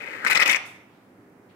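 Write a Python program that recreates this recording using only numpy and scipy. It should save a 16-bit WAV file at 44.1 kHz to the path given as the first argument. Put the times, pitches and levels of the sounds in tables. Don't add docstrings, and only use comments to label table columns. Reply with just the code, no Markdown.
import sys
import numpy as np
from scipy import signal
from scipy.fft import rfft, irfft, next_fast_len
from scipy.io import wavfile

SR = 44100
rng = np.random.default_rng(int(sys.argv[2]) if len(sys.argv) > 2 else 0)


def digitize_waveform(pressure):
    field = np.atleast_2d(pressure).T
    bounded = np.clip(field, -1, 1)
    quanta = np.round(bounded * 32767).astype(np.int16)
    wavfile.write(sys.argv[1], SR, quanta)


N = 68355
T = np.arange(N) / SR
FFT_SIZE = next_fast_len(N + SR // 8)
HZ = np.maximum(np.arange(FFT_SIZE // 2 + 1) * SR / FFT_SIZE, 1)
SIDE = np.array([[1], [-1]])
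FLOW_END_S, SPRAY_ATTACK_S = 0.58, 0.0067
MAX_BUBBLES = 600

# (time [s], level [dB])
PATTER_LEVEL = [(0, -28.5), (.165, -28), (.205, -32), (.24, -23.5), (.44, -21.5), (.6, -32.5)]
# (time [s], pitch [Hz])
POCKET_PITCH = [(0, 2225), (.17, 1950), (.245, 1650), (.28, 1926), (.55, 2160)]
# (frequency [Hz], gain [dB])
FLOW_SPECTRUM = [(80, -25.5), (400, 2), (750, -5), (1500, -1), (5000, -19.5), (15000, -33)]
# (start [s], length [s], pops [dB], spray [dB], mist [dB], puff [dB])
AIR_SPURTS = [(0.248, 0.0039, -19, -24, -52.5, -34.5), (0.263, 0.021, -15, -23.5, -41, -46),
              (0.297, .035, -14.5, -23.5, -39.5, -33.5), (0.345, 0.034, -18, -24, -50, -31.5),
              (0.392, 0.042, -13, -23.5, -46, -35), (0.4542, 0.037, -16.5, -26.5, -43.5, -34.5),
              (0.488, 0.046, -14, -26.5, -47, -40), (0.543, 0.024, -18.5, -31, -53.5, -49.5)]
# (time [s], peak [dB], pitch [Hz], decay [s])
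BIG_BUBBLES = [(.0383, -24, 2190, 0.00065), (0.2486, -10, 1557, 0.0032), (0.2645, -4, 1920, 0.0013),
               (0.2698, -5, 1800, .0008), (0.3186, -8, 1893, 0.0022), (0.3615, -8.5, 1880, 0.0022),
               (.3752, -6.5, 1988, 0.0013), (.3993, -6.5, 2150, .001), (0.4141, -9, 1830, 0.0022),
               (0.4258, -3.5, 1923, 0.0013), (.497, -6.5, 2070, 0.0015), (0.5133, -10.5, 2057, 0.0021),
               (.5466, -5.5, 2180, 0.00088)]
# (frequency [Hz], gain [dB])
NOZZLE_RESPONSE = [(1230, 2.5), (1550, -5), (1890, -1), (2450, 3.5), (3050, -7)]
# (frequency [Hz], gain [dB])
SPRAY_SPECTRUM = [(900, -21.5), (1400, -4), (2550, 8), (3100, -0.5), (5900, 1), (8200, -7.5),
                  (10000, -18.5)]
MIST_SPECTRUM = [(5000, -16.5), (9000, 3), (11000, -1), (13500, -0.5), (16000, -9.5)]
PUFF_SPECTRUM = [(60, -26), (130, -7.5), (380, -1.5), (740, -1), (1300, 5.5), (2000, -22.5)]
# (time [s], lower [Hz], upper [Hz])
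SLIT_MODES = [(.3, 4137, 5200), (.51, 3590, 6120)]
# (time [s], level [dB], centre [Hz])
SPRAY_SPITS = [(0.2484, -28.5, 6010), (.329, -25, 7500), (0.4787, -16.5, 6000), (0.5127, -19, 7250)]
# (time [s], pitch [Hz])
CHAMBER_PITCH = [(0.291, 1550), (.44, 1413)]
# (start [s], level [dB], rise [s], decay [s], centre [Hz])
HISS_EVENTS = [(0.649, -52, 0.012, 0.055, 7450), (.86, -69, 0.075, 0.2, 2694),
               (1.484, -62, 0.016, 0.055, 2300)]
# (frequency [Hz], left minus right [dB])
PORT_BALANCE = [(250, 1), (740, -2.5), (1800, 9.5), (8000, 12.5), (15000, 3.5)]
# (frequency [Hz], left lead [rad])
PORT_LEAD = [(600, -0.5), (2600, 9.5), (6500, 10.5), (15000, 21)]
# (frequency [Hz], left-right coherence [0..1])
ROOM_COHERENCE = [(30, .7), (150, 1), (450, 0.82), (2000, 0)]
# (frequency [Hz], gain [dB])
REVERB_SEND = [(200, -18), (750, -3.5), (2200, -15.5), (3200, -12), (8000, -17.5)]
# (frequency [Hz], gain [dB])
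AMBIENCE_SPECTRUM = [(25, -39.5), (115, -9.5), (260, -3), (520, -10.5), (2100, -21), (3500, -37.5),
                     (15000, -39.5)]


def from_db(db):
    return 10 ** (np.asarray(db) / 20)


def unit_rms(x):
    return x / np.sqrt(np.mean(x ** 2) + 1e-20)


def at_hz(table):
    hz, values = np.transpose(table)
    return np.interp(np.log(HZ), np.log(hz), values)


def at_time(table, time_s):
    return np.interp(time_s, *np.transpose(table))


def filtered(x, response):
    return irfft(rfft(x, FFT_SIZE) * response, FFT_SIZE)[..., :N]


def coloured(x, spectrum):
    return unit_rms(filtered(x, from_db(at_hz(spectrum))))


def half_octave(x, low_hz):
    return filtered(x, (HZ >= low_hz) & (HZ < np.sqrt(2) * low_hz))


def band_noise(shape, centre_hz, sigma_oct):
    bell = np.exp(-0.5 * (np.log2(HZ / centre_hz) / sigma_oct) ** 2)
    return unit_rms(filtered(rng.standard_normal(shape), bell))


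def gate(time_s, start_s, length_s, attack_s=0.002, release_s=0.0035):
    rise = np.clip((time_s - start_s) / attack_s, 0, 1)
    return rise * np.exp(-np.maximum(time_s - start_s - length_s, 0) / release_s)


def fade(start_s, decay_s):
    return (T >= start_s) * np.exp(-np.maximum(T - start_s, 0) / decay_s)


def gliding_ring(x, pitch_curve, width_hz):
    carrier = np.exp(2j * np.pi * np.cumsum(at_time(pitch_curve, T)) / SR)
    pole = np.exp(-np.pi * width_hz / SR)
    return 2 * np.imag(carrier * signal.lfilter([1 - pole], [1, -pole], x / carrier + 1e-18))


def bubble_times(rate_per_s, end_s):
    times_s = np.cumsum(rng.uniform(0.5, 1.5, MAX_BUBBLES)) / rate_per_s
    return times_s[times_s < end_s]


def jitter(times_s):
    return rng.standard_normal(MAX_BUBBLES)[:len(times_s)]


def pops(times_s, gains, pitches_hz, decays_s, rise_s=0.00031, glide_per_s=18):
    out = np.zeros((2, N + SR))
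    t = T[:SR // 60]
    bubbles = np.broadcast(times_s, gains, pitches_hz, decays_s)
    draws = rng.uniform(-1, 1, (MAX_BUBBLES, 2))
    for (start_s, gain, hz, decay_s), (polarity, offset_rad) in zip(bubbles, draws):
        envelope = (1 - np.exp(-t / rise_s)) ** 2 * np.exp(-t / decay_s)
        phase = 2 * np.pi * hz * (t + glide_per_s * t * t / 2) + offset_rad * SIDE
        i = int(start_s * SR)
        out[:, i:i + len(t)] += gain * np.sign(polarity) * envelope / envelope.max() * np.sin(phase)
    return out[:, :N]


def small_pops(times_s, gains, log_spread):
    detune = np.exp(log_spread * rng.uniform(-0.89, 1, MAX_BUBBLES)[:len(times_s)])
    return pops(times_s, gains, at_time(POCKET_PITCH, times_s) * detune, decays_s=0.00087)


def crackle(rate_per_s=3500, spread_db=4.5, rush_gain=0.3):
    sizes = from_db(spread_db * np.minimum(rng.exponential(1, N), 4)) * rng.choice([-1, 1], N)
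    snaps = unit_rms(sizes * (rng.random(N) < rate_per_s / SR))
    return snaps + rush_gain * rng.standard_normal(N)


def even_flow(rate_per_s=270, spread_db=2.5, rustle_db=-43):
    times_s = bubble_times(rate_per_s, PATTER_LEVEL[-1][0])
    gains = from_db(at_time(PATTER_LEVEL, times_s) + spread_db * jitter(times_s))
    patter = small_pops(times_s, gains, log_spread=0.114)
    return patter + from_db(rustle_db) * gate(T, 0, FLOW_END_S) * coloured(crackle(), FLOW_SPECTRUM)


def bursting_bubbles(small_s, spread_db=1.5, refill_s=0.0017):
    big_s, big_db, big_hz, big_decay_s = np.transpose(BIG_BUBBLES)
    drive = sum(from_db(db) * gate(small_s, start_s, length_s) for start_s, length_s, db, *_ in AIR_SPURTS)
    clear_of_big = np.abs(small_s[:, None] - big_s - big_decay_s).min(axis=1) > refill_s
    gains = clear_of_big * drive * from_db(spread_db * jitter(small_s))
    small = small_pops(small_s, gains, log_spread=0.24)
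    big = pops(big_s, from_db(big_db), big_hz, big_decay_s)
    return filtered(small + big, from_db(at_hz(NOZZLE_RESPONSE)))


def flicker(rate_per_s=260):
    wander = np.interp(T * rate_per_s, np.arange(N), rng.standard_normal(N))
    return np.clip(unit_rms(wander), -2, 2)


def clumped_crackle(spectrum, common_sigma_db=4, band_sigma_db=4.5, side_gain=0.37):
    noise = coloured(crackle() + side_gain * crackle() * SIDE, spectrum)
    common_db = common_sigma_db * flicker()
    out = 0
    for low_hz in 500 * np.sqrt(2) ** np.arange(10):
        out += half_octave(noise, low_hz) * from_db(common_db + band_sigma_db * flicker())
    return unit_rms(out)


def slit(x, width_hz=490, lower_db=4, upper_db=-1.5):
    modes = np.array(SLIT_MODES)
    lower = from_db(lower_db) * gliding_ring(x, modes[:, [0, 1]], width_hz)
    upper = from_db(upper_db) * gliding_ring(x, modes[:, [0, 2]], width_hz)
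    return unit_rms(x + lower + upper)


def splutter(pops_per_s=480):
    pop_times_s = bubble_times(pops_per_s, FLOW_END_S)
    spray = slit(clumped_crackle(SPRAY_SPECTRUM))
    mist = clumped_crackle(MIST_SPECTRUM)
    puff = coloured(crackle(), PUFF_SPECTRUM)
    out = bursting_bubbles(pop_times_s)
    for start_s, length_s, _, spray_db, mist_db, puff_db in AIR_SPURTS:
        liquid = from_db(spray_db) * spray + from_db(mist_db) * mist
        out += gate(T, start_s, length_s, SPRAY_ATTACK_S) * liquid
        out += gate(T, start_s, length_s) * from_db(puff_db) * puff
    return out


def gulp(pitch_hz=232, level_db=-36, decay_s=0.01):
    start_s = AIR_SPURTS[0][0]
    return from_db(level_db) * fade(start_s, decay_s) * np.sin(2 * np.pi * pitch_hz * (T - start_s))


def spray_ticks(rate_per_s=330, range_hz=(4290, 8500), re_spray_db=-2, spread_db=3):
    times_s = bubble_times(rate_per_s, FLOW_END_S)
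    drive = sum(from_db(spray_db) * gate(times_s, start_s, length_s, SPRAY_ATTACK_S)
                for start_s, length_s, _, spray_db, *_ in AIR_SPURTS)
    sizes = from_db(re_spray_db + spread_db * np.clip(jitter(times_s), -2, 2))
    pitches_hz = np.exp(rng.uniform(*np.log(range_hz), MAX_BUBBLES))[:len(times_s)]
    return pops(times_s, drive * sizes, pitches_hz, decays_s=0.00022)


def spits(decay_s=0.0012):
    return sum(from_db(db) * fade(start_s, decay_s) * band_noise(N, hz, sigma_oct=0.57)
               for start_s, db, hz in SPRAY_SPITS)


def chamber(x, gain_db=7.5, shut_s=0.47):
    open_s = AIR_SPURTS[0][0]
    drive = x * gate(T, open_s, shut_s - open_s)
    return from_db(gain_db) * gliding_ring(drive, CHAMBER_PITCH, width_hz=31)


def hisses():
    out = 0
    for start_s, db, rise_s, decay_s, hz in HISS_EVENTS:
        swell = gate(T, start_s, rise_s, attack_s=rise_s, release_s=decay_s)
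        out += from_db(db) * swell * band_noise((2, N), hz, sigma_oct=0.63)
    return out


def ports(x, scatter_db=-7.5, rise_s=0.00079, decay_s=0.0072, corner_hz=610):
    echoes = rng.standard_normal((2, N)) * np.exp(-T / decay_s) * (1 - np.exp(-T / rise_s))
    echoes /= np.sqrt(np.sum(echoes ** 2, axis=1, keepdims=True))
    scatter = rfft(echoes, FFT_SIZE) * HZ / np.hypot(HZ, corner_hz)
    ratio = from_db(at_hz(PORT_BALANCE))
    direct = np.array([ratio, np.exp(-1j * at_hz(PORT_LEAD))]) * np.sqrt(2 / (1 + ratio ** 2))
    return filtered(x, direct * (1 + from_db(scatter_db) * scatter))


def diffuse_noise():
    mid, side = rng.standard_normal((2, N))
    mid_share = (1 + at_hz(ROOM_COHERENCE)) / 2
    return filtered(mid, np.sqrt(mid_share)) + filtered(side, np.sqrt(1 - mid_share)) * SIDE


def room(x, bass_t60_s=0.66, air_loss_hz=12000, build_s=0.008):
    noise = diffuse_noise()
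    tail = 0
    for low_hz in 70 * np.sqrt(2) ** np.arange(16):
        t60_s = bass_t60_s / (1 + (low_hz / air_loss_hz) ** 2)
        envelope = from_db(-60 * T / t60_s) * (1 - np.exp(-T / build_s))
        tail += half_octave(noise, low_hz) * envelope / np.sqrt(np.sum(envelope ** 2))
    return filtered(x, rfft(tail, FFT_SIZE) * from_db(at_hz(REVERB_SEND)))


def ambience(noise_db=-54.5, hum_db=-62, hum_hz=(111, 184, 299, 405), half_width_hz=10):
    noise = coloured(diffuse_noise(), AMBIENCE_SPECTRUM)
    lines = sum(1 / (1 + ((HZ - hz) / half_width_hz) ** 2) for hz in hum_hz)
    hum = unit_rms(filtered(rng.standard_normal(N), lines))
    return from_db(noise_db) * noise + from_db(hum_db) * hum


def scene(low_cut_hz=120):
    foam = even_flow() + splutter() + gulp() + spray_ticks() + spits()
    low_cut = signal.butter(4, low_cut_hz, "high", fs=SR, output="sos")
    nozzle = signal.sosfilt(low_cut, foam + chamber(foam))
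    background = ambience()
    lean_right = from_db([[-1], [1]])
    return ports(nozzle) + (room(nozzle[0]) + background) * lean_right + hisses()


def record(dry, peak_limit=0.67, cutoff_hz=15750):
    rounded = dry / (1 + (dry / peak_limit) ** 6) ** (1 / 6)
    return filtered(rounded, 1 / np.sqrt(1 + (HZ / cutoff_hz) ** 200))


dry = scene()
out = record(dry)
digitize_waveform(out)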